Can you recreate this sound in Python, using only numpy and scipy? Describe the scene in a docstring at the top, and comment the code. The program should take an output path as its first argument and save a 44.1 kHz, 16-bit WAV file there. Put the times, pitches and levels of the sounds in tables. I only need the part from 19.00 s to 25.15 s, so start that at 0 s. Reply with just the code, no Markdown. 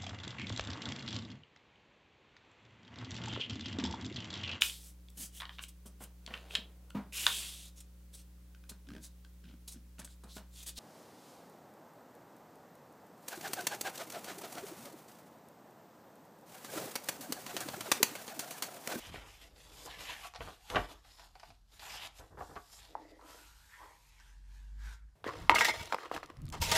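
"""Pages of a paperback picture book are turned on a cloth mat in a small room, close to one microphone.
Sheets scrape off their neighbours as random fibre slips, buckle with ticks and flap down as filtered
clicks, once with a loud crack. Then a finger taps the open book, a decaying sine with one echo, and the
heel of the hand shuffles. Last, a palm rubs the fold flat, friction ringing the hollow under the hand,
while a low sine drone, faint from the start, swells underneath."""
import sys
import numpy as np
from scipy import signal
from scipy.fft import rfft, irfft, next_fast_len
from scipy.io import wavfile
from scipy.ndimage import uniform_filter1d, map_coordinates

SR = 44100
rng = np.random.default_rng(int(sys.argv[2]) if len(sys.argv) > 2 else 0)


def output_pcm(signal):
    """Save a mono or channel-first signal as 16-bit PCM at the path in sys.argv[1].

    Samples are clipped to [-1, 1] before scaling.
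    """
    pcm = np.clip(np.atleast_2d(signal).T, -1, 1) * 32767
    wavfile.write(sys.argv[1], SR, np.round(pcm).astype(np.int16))


N = 271303
TIME = np.arange(N) / SR
STEPS = TIME[::32]      # a coarser clock for the hand's movements

# a sheet slides over its neighbour; swell over the stroke, surface hiss against the scraping edge,
# resonance of the air pocket under the sheet: start_s, length_s, level_db, swell_db, gloss_db, pocket_hz
SLIDE_STROKES = [(0.004, 0.094, -55, -0.5, -7.5, 2810), (0.141, 0.12, -58.5, -13, -11, 2120),
                 (0.278, 0.1, -62, -4, -5.5, 2880), (0.42, 0.058, -61, -5.5, -8, 3550),
                 (0.58, 0.12, -64, 0, -4.5, 3680), (0.741, 0.097, -59.5, -0.5, -3.5, 3520),
                 (0.849, 0.012, -58.5, 5, 4, 3520), (0.9, 0.06, -52.5, -4, -15, 2670),
                 (1.007, 0.069, -49.5, -4, -9, 3100), (1.097, 0.039, -47.5, -2.5, -12, 2490),
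                 (1.14, 0.079, -54.5, 1, -8.5, 2210), (1.254, 0.02, -52, -1.5, -4.5, 2900),
                 (1.424, 0.14, -60.5, -9, -7, 3240), (1.614, 0.065, -64.5, 4, -6.5, 3900),
                 (1.71, 0.15, -54, -8, -9.5, 3040), (1.896, 0.034, -59, 1.5, -6, 3640),
                 (2.068, 0.2, -63, 1.5, -7.5, 4530), (2.366, 0.13, -67.5, 7, -8, 4320),
                 (2.738, 0.041, -65, -3, -5, 3570), (2.825, 0.14, -52.5, 3.5, -6.5, 2650),
                 (2.98, 0.082, -50.5, 10.5, -10.5, 3200), (3.188, 0.017, -61, -4.5, -2.5, 3350),
                 (3.4, 0.42, -68.5, -3, -2.5, 4850), (3.732, 0.05, -63.5, -5, 0.5, 4300),
                 (3.798, 0.13, -63, -7.5, -12, 4240), (3.993, 0.12, -74, 17, -10.5, 4900)]
PRESS_RISE_S, PRESS_FALL_S = 0.049, 0.15       # the hand bears down and lifts: time per 20 dB


def from_db(db):
    """Decibels to gain."""
    return 10 ** (np.asarray(db) / 20)


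def rms_one(x):
    """Scale to unit rms."""
    return x / np.sqrt(np.mean(x ** 2) + 1e-20)


def evened(x):
    """Take the slow swings out of a narrow ring, so that the hand alone sets its level."""
    return x / np.sqrt(uniform_filter1d(x ** 2, SR // 50) + 1e-6)


def in_time(rows):
    """Each column of a curve, joined by straight lines, at every sample."""
    s, *columns = np.transpose(rows)
    return [np.interp(TIME, s, c) for c in columns]


def strokes(start_s, length_s, rise_s, fall_s):
    """Rise, hold and fall in dB, one row for each stroke; rise and fall are times per 20 dB."""
    early = np.maximum(start_s - STEPS, 0)
    late = np.maximum(STEPS - start_s - length_s, 0)
    return -20 * (early / max(rise_s, .002) + late / max(fall_s, .002))


def together(rows_db):
    """The gain of overlapping strokes, their powers added, at every sample."""
    power = np.sum(from_db(np.maximum(rows_db, -200)) ** 2, axis=0)
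    return np.interp(TIME, STEPS, np.sqrt(power))


def low_pass(x, hz, order=2):
    """Take the treble off."""
    return signal.sosfilt(signal.butter(order, np.clip(hz, 20, .45 * SR), fs=SR, output="sos"), x)


def coloured(x, spectrum):
    """A causal filter with the given (Hz, dB) shape, falling steeply beyond its ends."""
    size = next_fast_len(len(x) + 4096)
    size += size % 2
    hz, db = np.transpose(spectrum)
    octave = np.log2(np.maximum(np.arange(size // 2 + 1) * SR / size, 1))
    beyond = np.abs(octave - np.clip(octave, np.log2(hz[0]), np.log2(hz[-1])))
    shape = np.interp(octave, np.log2(hz), db) - np.minimum(36 * beyond, 60)
    cepstrum = irfft(np.log(from_db(shape)))
    cepstrum[1:size // 2] *= 2      # minimum phase: nothing sounds before its cause
    cepstrum[size // 2 + 1:] = 0
    return irfft(rfft(x, size) * np.exp(rfft(cepstrum)))[:len(x)]


def swept(x, centre_hz, width_hz):
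    """A resonance whose centre moves; rms 1."""
    turn = np.exp(2j * np.pi * np.cumsum(centre_hz) / SR)
    r = np.exp(-np.pi * width_hz / SR)
    at_zero_hz = signal.lfilter([1 - r], [1, -r], x / turn)
    return rms_one((at_zero_hz * turn).real)


def flutter(per_s):
    """A random wander of spread 1."""
    return rms_one(np.interp(TIME * per_s, np.arange(N), rng.standard_normal(N)))


def slips(per_s, spread_db):
    """Friction: fibres catch and let go at random, with sizes spread at random."""
    sizes = from_db(spread_db * np.minimum(rng.exponential(1, N), 5)) * rng.standard_normal(N)
    return sizes * (rng.random(N) < per_s / SR)


def friction(spectrum, per_s, spread_db):
    """Slips heard through the paper; rms 1."""
    return rms_one(coloured(slips(per_s, spread_db), spectrum))


def buckle(rattle_s, per_s, rattle_db):
    """One snap, then a rattle of smaller ones that dies by 60 dB in the rattle time."""
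    t = TIME[:SR // 4]
    clicks = rng.standard_normal(len(t)) * (rng.random(len(t)) < per_s / SR)
    clicks *= from_db(rattle_db - 60 * t / max(rattle_s, .002))
    clicks[0] = rng.choice([-1, 1])
    return clicks


def add(out, s, level_db, sound):
    """Mix a blow in at its time; its height is set by the power of its first 5 ms."""
    at = max(round(s * SR), 0)
    sound = sound[:N - at]
    height = 2 * np.sqrt(np.mean(sound[:SR // 200] ** 2))
    out[at:at + len(sound)] += from_db(level_db) * sound / height


def patchy(x):
    """The level wanders at random in each band, about twenty times a second, least in the treble."""
    # spread of the wander by pitch: pitch_hz, spread_db
    spread = [(1500, 3.0), (6000, 2.8), (10000, 1.7)]
    hz, s, cells = signal.stft(x, SR, nperseg=512)
    band, step = np.sqrt(hz) / 1.8, s * 20      # bands widen with pitch
    wander = rng.standard_normal((int(band[-1]) + 2, int(step[-1]) + 2))
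    depth_db = np.interp(hz, *np.transpose(spread))[:, None]
    grid = np.meshgrid(band, step, indexing="ij")
    gain = from_db(depth_db * map_coordinates(wander, grid, order=1))
    return signal.istft(cells * rms_one(gain), SR)[1][:N]


def page_motion():
    """How strongly the page billows, bends, scrapes and hisses, from its slides and swings."""
    # the page swings through the air or is pushed down; bending is against billowing:
    # start_s, length_s, billow_db, bend_db
    swings = [(0.048, 0.23, -59, -0.5), (0.452, 0.24, -65, -15), (0.65, 0.28, -62.5, -2.5),
              (0.85, 0.009, -53, 2), (0.974, 0.037, -55.5, -18), (1.403, 0.073, -56.5, 3),
              (1.705, 0.043, -44.5, 4.5), (1.755, 0.019, -40, 0), (1.884, 0.043, -59, 4.5),
              (2.187, 0.064, -77.5, 18), (2.824, 0.23, -72, 18), (3.199, 0.012, -53, 0),
              (3.309, 0.03, -56, -6), (3.381, 0.016, -48.5, 2.5), (3.491, 0.031, -53.5, 0)]
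    slide_rise_s, slide_fall_s = 0.061, 0.029       # time per 20 dB
    swing_rise_s, swing_fall_s = 0.0091, 0.083      # time per 20 dB
    creep_mean_db, creep_follows, creep_fall_s = -69, 0.16, 0.22
    gentle_db = -62.5       # the level of a gentle slide
    bend_follows = 0.89     # share of a slide's extra dB that goes into flexing

    start, length, level_db, swell_db, gloss_db, _ = np.transpose(SLIDE_STROKES)[:, :, None]
    swelling_db = swell_db * (np.clip((STEPS - start) / length, 0, 1) - .5)
    stroke_db = level_db + swelling_db + strokes(start, length, slide_rise_s, slide_fall_s)
    # after a stroke the sheet creeps on quietly, a little louder after a hard one
    creep_db = creep_mean_db + creep_follows * (level_db - level_db.mean())
    creep_db = creep_db + strokes(start, length, slide_rise_s, creep_fall_s)
    slide_db = np.maximum(stroke_db, creep_db)
    scrape, hiss = together(slide_db), together(slide_db + gloss_db)

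    start, length, level_db, stiff_db = np.transpose(swings)[:, :, None]
    swing_db = level_db + strokes(start, length, swing_rise_s, swing_fall_s)
    # a sliding sheet also billows and flexes a little
    billow = np.hypot(together(swing_db), from_db(-11.5) * scrape)
    flex = from_db(-3.5 + gentle_db) * (scrape / from_db(gentle_db)) ** bend_follows
    bend = np.hypot(together(swing_db + stiff_db), flex)
    return billow, bend, scrape, hiss


def sheet(billowing, bending, scraping, hissing):
    """A sliding sheet: the whole page billows and bends, its edge scrapes, its coating hisses."""
    # colours of the four parts: pitch_hz, level_db per Hz
    billow_colour = [(170, -14), (230, -5.5), (310, -3.5), (480, -1), (620, -4.5)]
    bend_colour = [(560, -4), (760, 3.5), (950, 2), (1200, -1), (1700, -5.5)]
    scrape_colour = [(1250, -4), (1800, 0.5), (2300, 0), (3300, 0.5), (4000, -2), (5200, -4.5)]
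    hiss_colour = [(5000, -4), (5800, -5), (7400, -3), (8400, -8.5), (9700, -6.5), (10900, -11),
                   (12400, -7), (14000, -11.5)]
    grip = flutter(per_s=110)       # the grip tightens and loosens for all of the page at once
    billow = billowing * from_db(-5.5 + 1.8 * grip) * friction(billow_colour, per_s=2000, spread_db=-1.0)
    bend = bending * from_db(-4.0 + 0.62 * grip) * friction(bend_colour, per_s=3500, spread_db=1.5)
    edge = friction(scrape_colour, per_s=6000, spread_db=1.0)
    pocket_hz, = in_time([(s + length / 2, hz) for s, length, *_, hz in SLIDE_STROKES])
    pocket = swept(edge, pocket_hz, width_hz=2300)
    scrape = scraping * from_db(-2.0 + 1.53 * grip) * rms_one(pocket + 0.091 * edge)
    hiss = hissing * from_db(2.5 + 0.42 * grip) * friction(hiss_colour, per_s=16000, spread_db=-1.0)
    return patchy(billow + bend + scrape + hiss)


def flaps(tilt_db=8, taut_hz=2500):
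    """The sheet slaps the stack piece by piece; a slack landing is duller than a taut one."""
    # the sheet flaps or lands, levels before a common trim, brightness at half the treble cutoff:
    # start_s, level_db, brightness_hz, rattle_s
    landings = [(0.143, -34.5, 620, 0.008), (0.149, -38.5, 4600, 0.097), (0.159, -36, 3600, 0.025),
                (1.4067, -30, 2520, 0.084), (1.475, -36.5, 1560, 0.16), (1.701, -29, 6950, 0.033),
                (1.748, -23.5, 1760, 0.16), (1.758, -17, 3470, 0.055), (1.762, -18.5, 3220, 0.019),
                (1.766, -20, 2180, 0.035), (1.769, -18.5, 1910, 0.055), (1.78, -23, 2210, 0.087),
                (1.806, -33.5, 1920, 0.1), (3.373, -41, 1400, 0.24), (3.406, -33, 1200, 0.078),
                (3.422, -36, 1180, 0.06), (3.563, -32.5, 1750, 0.061), (3.576, -35, 1410, 0.054)]
    # colour of a taut slap before its tilt: pitch_hz, level_db
    slap_colour = [(45, 7), (130.0, -5), (210.0, -6.5), (300, -6), (400, -1.5), (590.0, -2.5),
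                   (710.0, -0.5), (860.0, -3.5), (1130.0, 2), (1450.0, -2.5), (2300.0, -8), (2950.0, -8),
                   (4400.0, -21), (7500.0, -39), (12000.0, -49.5)]
    out = np.zeros(N)
    for s, level_db, hz, rattle_s in landings:
        slope_db = tilt_db * np.log2(hz / taut_hz)      # per octave above 1 kHz
        colour = [(f, db + slope_db * np.log2(max(f / 1000, 1))) for f, db in slap_colour]
        slap = coloured(buckle(rattle_s, per_s=5000, rattle_db=-6.0), colour)
        add(out, s, level_db - 6.0, low_pass(slap, 2.0 * hz))
    return out


def ticks(rattle_s=0.06):
    """Small buckles ring in the stiff page edge, each at its own pitch; a nail is brighter than paper."""
    # the paper buckles or a nail catches its edge, levels before a common trim:
    # start_s, level_db, tilt_db per octave
    buckles = [(0.034, -42.5, -4), (0.069, -43, 11), (0.562, -49.5, 1.5), (0.877, -42, -6),
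               (1.251, -37.5, -3.5), (1.338, -38.5, -1), (1.348, -37.5, 0), (1.354, -36.5, -3),
               (1.36, -33, 1.5), (2.047, -49.5, -1.5), (2.196, -41, -0.5), (2.354, -41.5, -2.5),
               (2.398, -42.5, 2.5), (2.432, -37, -4.5), (2.504, -43.5, -2.5), (2.795, -38, 3.5),
               (2.823, -45.5, -3.5), (3.072, -39.5, 9), (3.557, -40, -1.5), (3.85, -47.5, 8),
               (4.211, -56, 8), (4.292, -49, 3), (5.2, -50.5, 3.5)]
    # colour of a tick before its shift and tilt: pitch_hz, level_db
    tick_colour = [(330, -23.5), (580, -9.5), (800, 0), (1150, -5), (1800, -12.5), (2500, -6), (3300, -15),
                   (4700, -7), (7000, -22), (12000, -34)]
    out = np.zeros(N)
    for s, level_db, tilt_db in buckles:
        stiffness = 2 ** rng.uniform(-.15, .15)
        colour = [(f * stiffness, db + tilt_db * np.log2(f / 1000)) for f, db in tick_colour]
        add(out, s, level_db - 7.0, coloured(buckle(rattle_s, per_s=4500, rattle_db=-7.5), colour))
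    return out


def book_body(x, ring_db):
    """A blow sets the pages and the cover ringing briefly."""
    # the book on its mat rings under every flap and tick: pitch_hz, level_db before ring_db
    modes = [(422, -3), (532, -6.5), (718, 0), (1113, -9.5), (1485, 0), (1855, -2.5)]
    t60_s = 0.029
    r = from_db(-60 / (t60_s * SR))
    rings = np.zeros(len(x))
    for hz, db in modes:
        poles = [1, -2 * r * np.cos(2 * np.pi * hz / SR), r * r]
        rings += from_db(db) * signal.lfilter([1 - r, 0, r - 1], poles, x)
    return x + from_db(ring_db) * rings


def judders(width_share=0.096):
    """A quick run of slips in the bowed sheet rings one short resonance."""
    # the bowed sheet judders and rings for a moment: start_s, length_s, level_db, pitch_hz
    rings = [(0.876, 0.011, -50.5, 974), (1.096, 0.0037, -49, 1020), (1.13, 0.036, -54, 1800),
             (1.236, 0.031, -51, 1110), (2.897, 0.084, -55, 5000), (2.968, 0.085, -53.5, 3080),
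             (3.748, 0.05, -63, 7340), (5.202, 0.01, -62.5, 1600)]
    rise_s, fall_s = 0.012, 0.012      # time per 20 dB
    out, catches, size = np.zeros(N), slips(per_s=6000, spread_db=2.0), SR // 4
    for start, length, level_db, hz in rings:
        at = round(start * SR) - SR // 20       # leave room for the rise
        span = slice(at, at + size)
        skirts = signal.butter(1, [hz / 2, min(2 * hz, SR / 3)], "band", fs=SR, output="sos")
        near_pitch = signal.sosfilt(skirts, catches[span])
        ring = evened(swept(near_pitch, np.full(size, hz), width_share * hz))
        out[span] += together([level_db + strokes(start, length, rise_s, fall_s)])[span] * ring
    return out


def taps(book_hz=880, ring_s=0.015, soft_hz=1500, echo_s=0.017, echo_db=-15):
    """A soft fingertip rings the book for a few cycles; a nearby wall answers."""
    # a fingertip taps the book, levels before a small trim: start_s, level_db
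    touches = [(3.952, -28.5), (4.193, -51.5)]
    out, t = np.zeros(N), TIME[:SR // 10]
    knock = low_pass(np.sin(2 * np.pi * book_hz * t) * from_db(-60 * t / ring_s), soft_hz)
    knock = coloured(knock, [(250, -19.0), (650, -3.0), (2300, -1.5)])
    for s, level_db in touches:
        add(out, s, level_db + .5, knock)
        add(out, s + echo_s, level_db + echo_db, knock)
    return out


def heel():
    """The heel of the hand sticks and slips on the page, with a low, grainy, hollow sound."""
    # the heel of the hand shuffles on the page: start_s, length_s, level_db
    shuffles = [(3.914, 0.24, -63.5), (4.207, 0.15, -64.5)]
    # its colour: pitch_hz, level_db per Hz
    heel_colour = [(270, -3.5), (300, 1.5), (390, -4), (500, 0.5), (720, -5.5)]
    start, length, level_db = np.transpose(shuffles)[:, :, None]
    grain = friction(heel_colour, per_s=500, spread_db=1.5)
    return together(level_db + strokes(start, length, PRESS_RISE_S, PRESS_FALL_S)) * grain


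def palm(hiss_db=0.5):
    """Skin drags over glossy paper, ringing the hollow under the hand; it rasps when pressed and hisses."""
    # how fast the palm slides along the fold, as the level of its hiss before hiss_db: start_s, level_db
    pace = [(4.33, -60.5), (4.47, -63), (4.532, -67.5), (4.838, -67), (4.988, -72), (5.116, -68.5),
            (5.298, -67.5), (5.42, -79), (5.558, -67.5), (5.618, -72), (5.765, -76), (5.85, -59.5),
            (5.938, -59.5), (5.98, -75), (6.02, -87)]
    # the hand bears down harder, with fingertip drag, skin rub and dry rasp, before their trims:
    # start_s, length_s, drag_db, rub_db, rasp_db
    presses = [(3.95, 0.2, -78, -68, -87), (4.211, 0.095, -56, -60, -81), (4.727, 0.015, -68, -56, -56),
               (4.808, 0.026, -47, -64, -59.5), (4.89, 0.016, -58, -83, -69),
               (5.818, 0.065, -83, -56.5, -62.5)]
    # the hollow between hand and page, before its flutter: start_s, resonance_hz
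    hollow_path = [(4.185, 2020), (4.195, 1080), (4.3, 1400), (4.53, 1400), (4.68, 1570), (4.74, 1810),
                   (4.81, 1480), (4.95, 2400), (5.16, 2660), (5.21, 1670), (5.88, 1525)]
    # colours of drag, rub, rasp and hiss: pitch_hz, level_db per Hz
    drag_colour = [(300, -17), (520, -11), (740, -15), (950, -7), (1250, -13.5)]
    rub_colour = [(1100, -0.5), (1500, 0), (2000, 3), (2500, -7)]
    rasp_colour = [(1200, -0.5), (1900, 7), (2700, -6), (3600, -4), (5000, -36)]
    hiss_colour = [(2100, -5.5), (3000, -3), (4800, -4.5), (7200, -4.5), (10900, -9.5), (12400, -6),
                   (14000, -11.5)]
    down_s, landing_s = 4.298, 0.13     # the palm is fully down; time per 20 dB before that
    light_drag_db, light_rub_db = -1.5, 0.5     # against the hiss, under a light hand
    light_squeak_hz, squeak_rise_hz = 905, 95   # light fingertips; rise under the hardest press
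    duller_from_s = 5.1     # near the top of the page the hiss is duller

    pace_db, = in_time(pace)
    landing_db = -20 * np.maximum(down_s - TIME, 0) / landing_s
    sliding = from_db(pace_db + hiss_db + landing_db)
    start, length, drag_db, rub_db, rasp_db = np.transpose(presses)[:, :, None]
    press_db = strokes(start, length, PRESS_RISE_S, PRESS_FALL_S)
    dragging = np.hypot(together(press_db + drag_db), from_db(light_drag_db) * sliding)
    rubbing = np.hypot(together(press_db + rub_db), from_db(light_rub_db) * sliding)

    tips = friction(drag_colour, per_s=4000, spread_db=2.0)
    squeak_hz = light_squeak_hz + squeak_rise_hz * dragging / dragging.max()
    wavering_hz = squeak_hz * (1 + 0.029 * flutter(per_s=9.2))
    squeak = swept(tips, wavering_hz, width_hz=150)      # fingertips almost squeak
    drag = dragging * from_db(-7.5) * evened(squeak + 0.55 * tips)

    skin = friction(rub_colour, per_s=1400, spread_db=1.5)
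    hollow_hz = in_time(hollow_path)[0] * (1 + .035 * flutter(per_s=45))
    hollow = swept(skin, hollow_hz, width_hz=170)
    rub = rubbing * from_db(-5.0) * evened(hollow + 0.28 * skin) * from_db(1.5 * flutter(per_s=70))

    rasping = together(press_db + rasp_db) * from_db(-5 + 2.5 * flutter(per_s=420))
    rasp = rasping * friction(rasp_colour, per_s=4200, spread_db=-0.5)
    grain = friction(hiss_colour, per_s=18000, spread_db=0.0)
    hiss = sliding * np.where(TIME > duller_from_s, low_pass(grain, 7500, order=1), grain)
    return drag + rub + patchy(rasp + hiss)


def room(x, wet_db, wall_hz, t60_s=0.27):
    """Dense, slightly dull reflections that begin a few milliseconds late."""
    t = TIME[:SR // 2]
    tail = rng.standard_normal(len(t)) * (t > .005) * from_db(-60 * t / t60_s)
    tail = low_pass(tail, wall_hz, order=1)
    return x + from_db(wet_db) * signal.fftconvolve(x, tail / np.sqrt(np.sum(tail ** 2)))[:N]


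def handling_rumble(billowing):
    """The moving page pushes air and the book rocks on its mat, each as low filtered noise."""
    # the book rocks on its mat: start_s, length_s, level_db
    bumps = [(0.092, 0.071, -53.5), (1.393, 0.09, -56.5), (1.767, 0.018, -44), (2.492, 0.016, -63)]
    billow_db = 20 * np.log10(billowing + from_db(-88))
    push = rms_one(coloured(rng.standard_normal(N), [(25, -10.0), (60, 1.0), (190, -9.0)]))
    start, length, level_db = np.transpose(bumps)[:, :, None]
    rocking = together(level_db + strokes(start, length, rise_s=0.033, fall_s=0.074))
    thud = rms_one(coloured(rng.standard_normal(N), [(60, 10.0), (140, 1.5), (300, -3.0)]))
    return from_db(-67 + 0.86 * (billow_db + 62.5)) * push + rocking * thud


def drone():
    """A low tone, wavering while it is faint and steady once it swells, with some rumble around it."""
    # level of the drone, further lowered while faint: start_s, level_db
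    swell = [(0, -60), (2, -62.5), (4.95, -63), (5.27, -58.5), (5.42, -53), (5.7, -47.5), (5.88, -42),
             (5.99, -56), (6.06, -50.5), (6.12, -62)]
    # pitch before the wavering: start_s, pitch_hz
    pitch = [(4.5, 48.6), (5.35, 46.1), (5.72, 49.5), (5.92, 52.2)]
    # colour of the rumble around the tone: pitch_hz, level_db per Hz
    skirt = [(25, -12), (65, -3), (130, -7), (200, -17.5), (320, -24)]
    (level_db,), (hz,) = in_time(swell), in_time(pitch)
    faint = np.clip((-55.5 - level_db) / 10, 0, 1)
    wavering_hz = hz + 4 * faint * flutter(per_s=6.8)
    tone = np.sqrt(2) * np.sin(2 * np.pi * np.cumsum(wavering_hz) / SR)
    rumble = rms_one(coloured(rng.standard_normal(N), skirt))
    faint_db = faint * (1.8 * flutter(per_s=7.0) - 7.0)
    return from_db(level_db + faint_db) * (tone + from_db(-18.5) * rumble)


def background(level_db=-69.5):
    """The quiet, steady background: filtered noise."""
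    # its colour: pitch_hz, level_db against the other pitches
    floor_colour = [(30, 5.5), (70, 4), (450, -25.5), (1500, -26), (2600, -41.5), (4600, -29.5),
                    (14000, -40.5)]
    return from_db(level_db) * rms_one(coloured(rng.standard_normal(N), floor_colour))


def scene():
    """Paper and hands in the room over its quiet background, the same in both channels."""
    billowing, bending, scraping, hissing = page_motion()
    paper = sheet(billowing, bending, scraping, hissing) + judders()
    blows = book_body(flaps() + ticks(), ring_db=0.5)
    hand = taps() + heel() + palm()
    near = room(paper + blows + hand, wet_db=-15, wall_hz=4150)
    mono = near + handling_rumble(billowing) + drone() + background()
    return np.array([mono, mono])


def record(dry):
    """The top is cut steeply above 14 kHz."""
    return signal.sosfilt(signal.ellip(12, .1, 70, 14000, fs=SR, output="sos"), dry)


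dry = scene()
out = record(dry)
output_pcm(out)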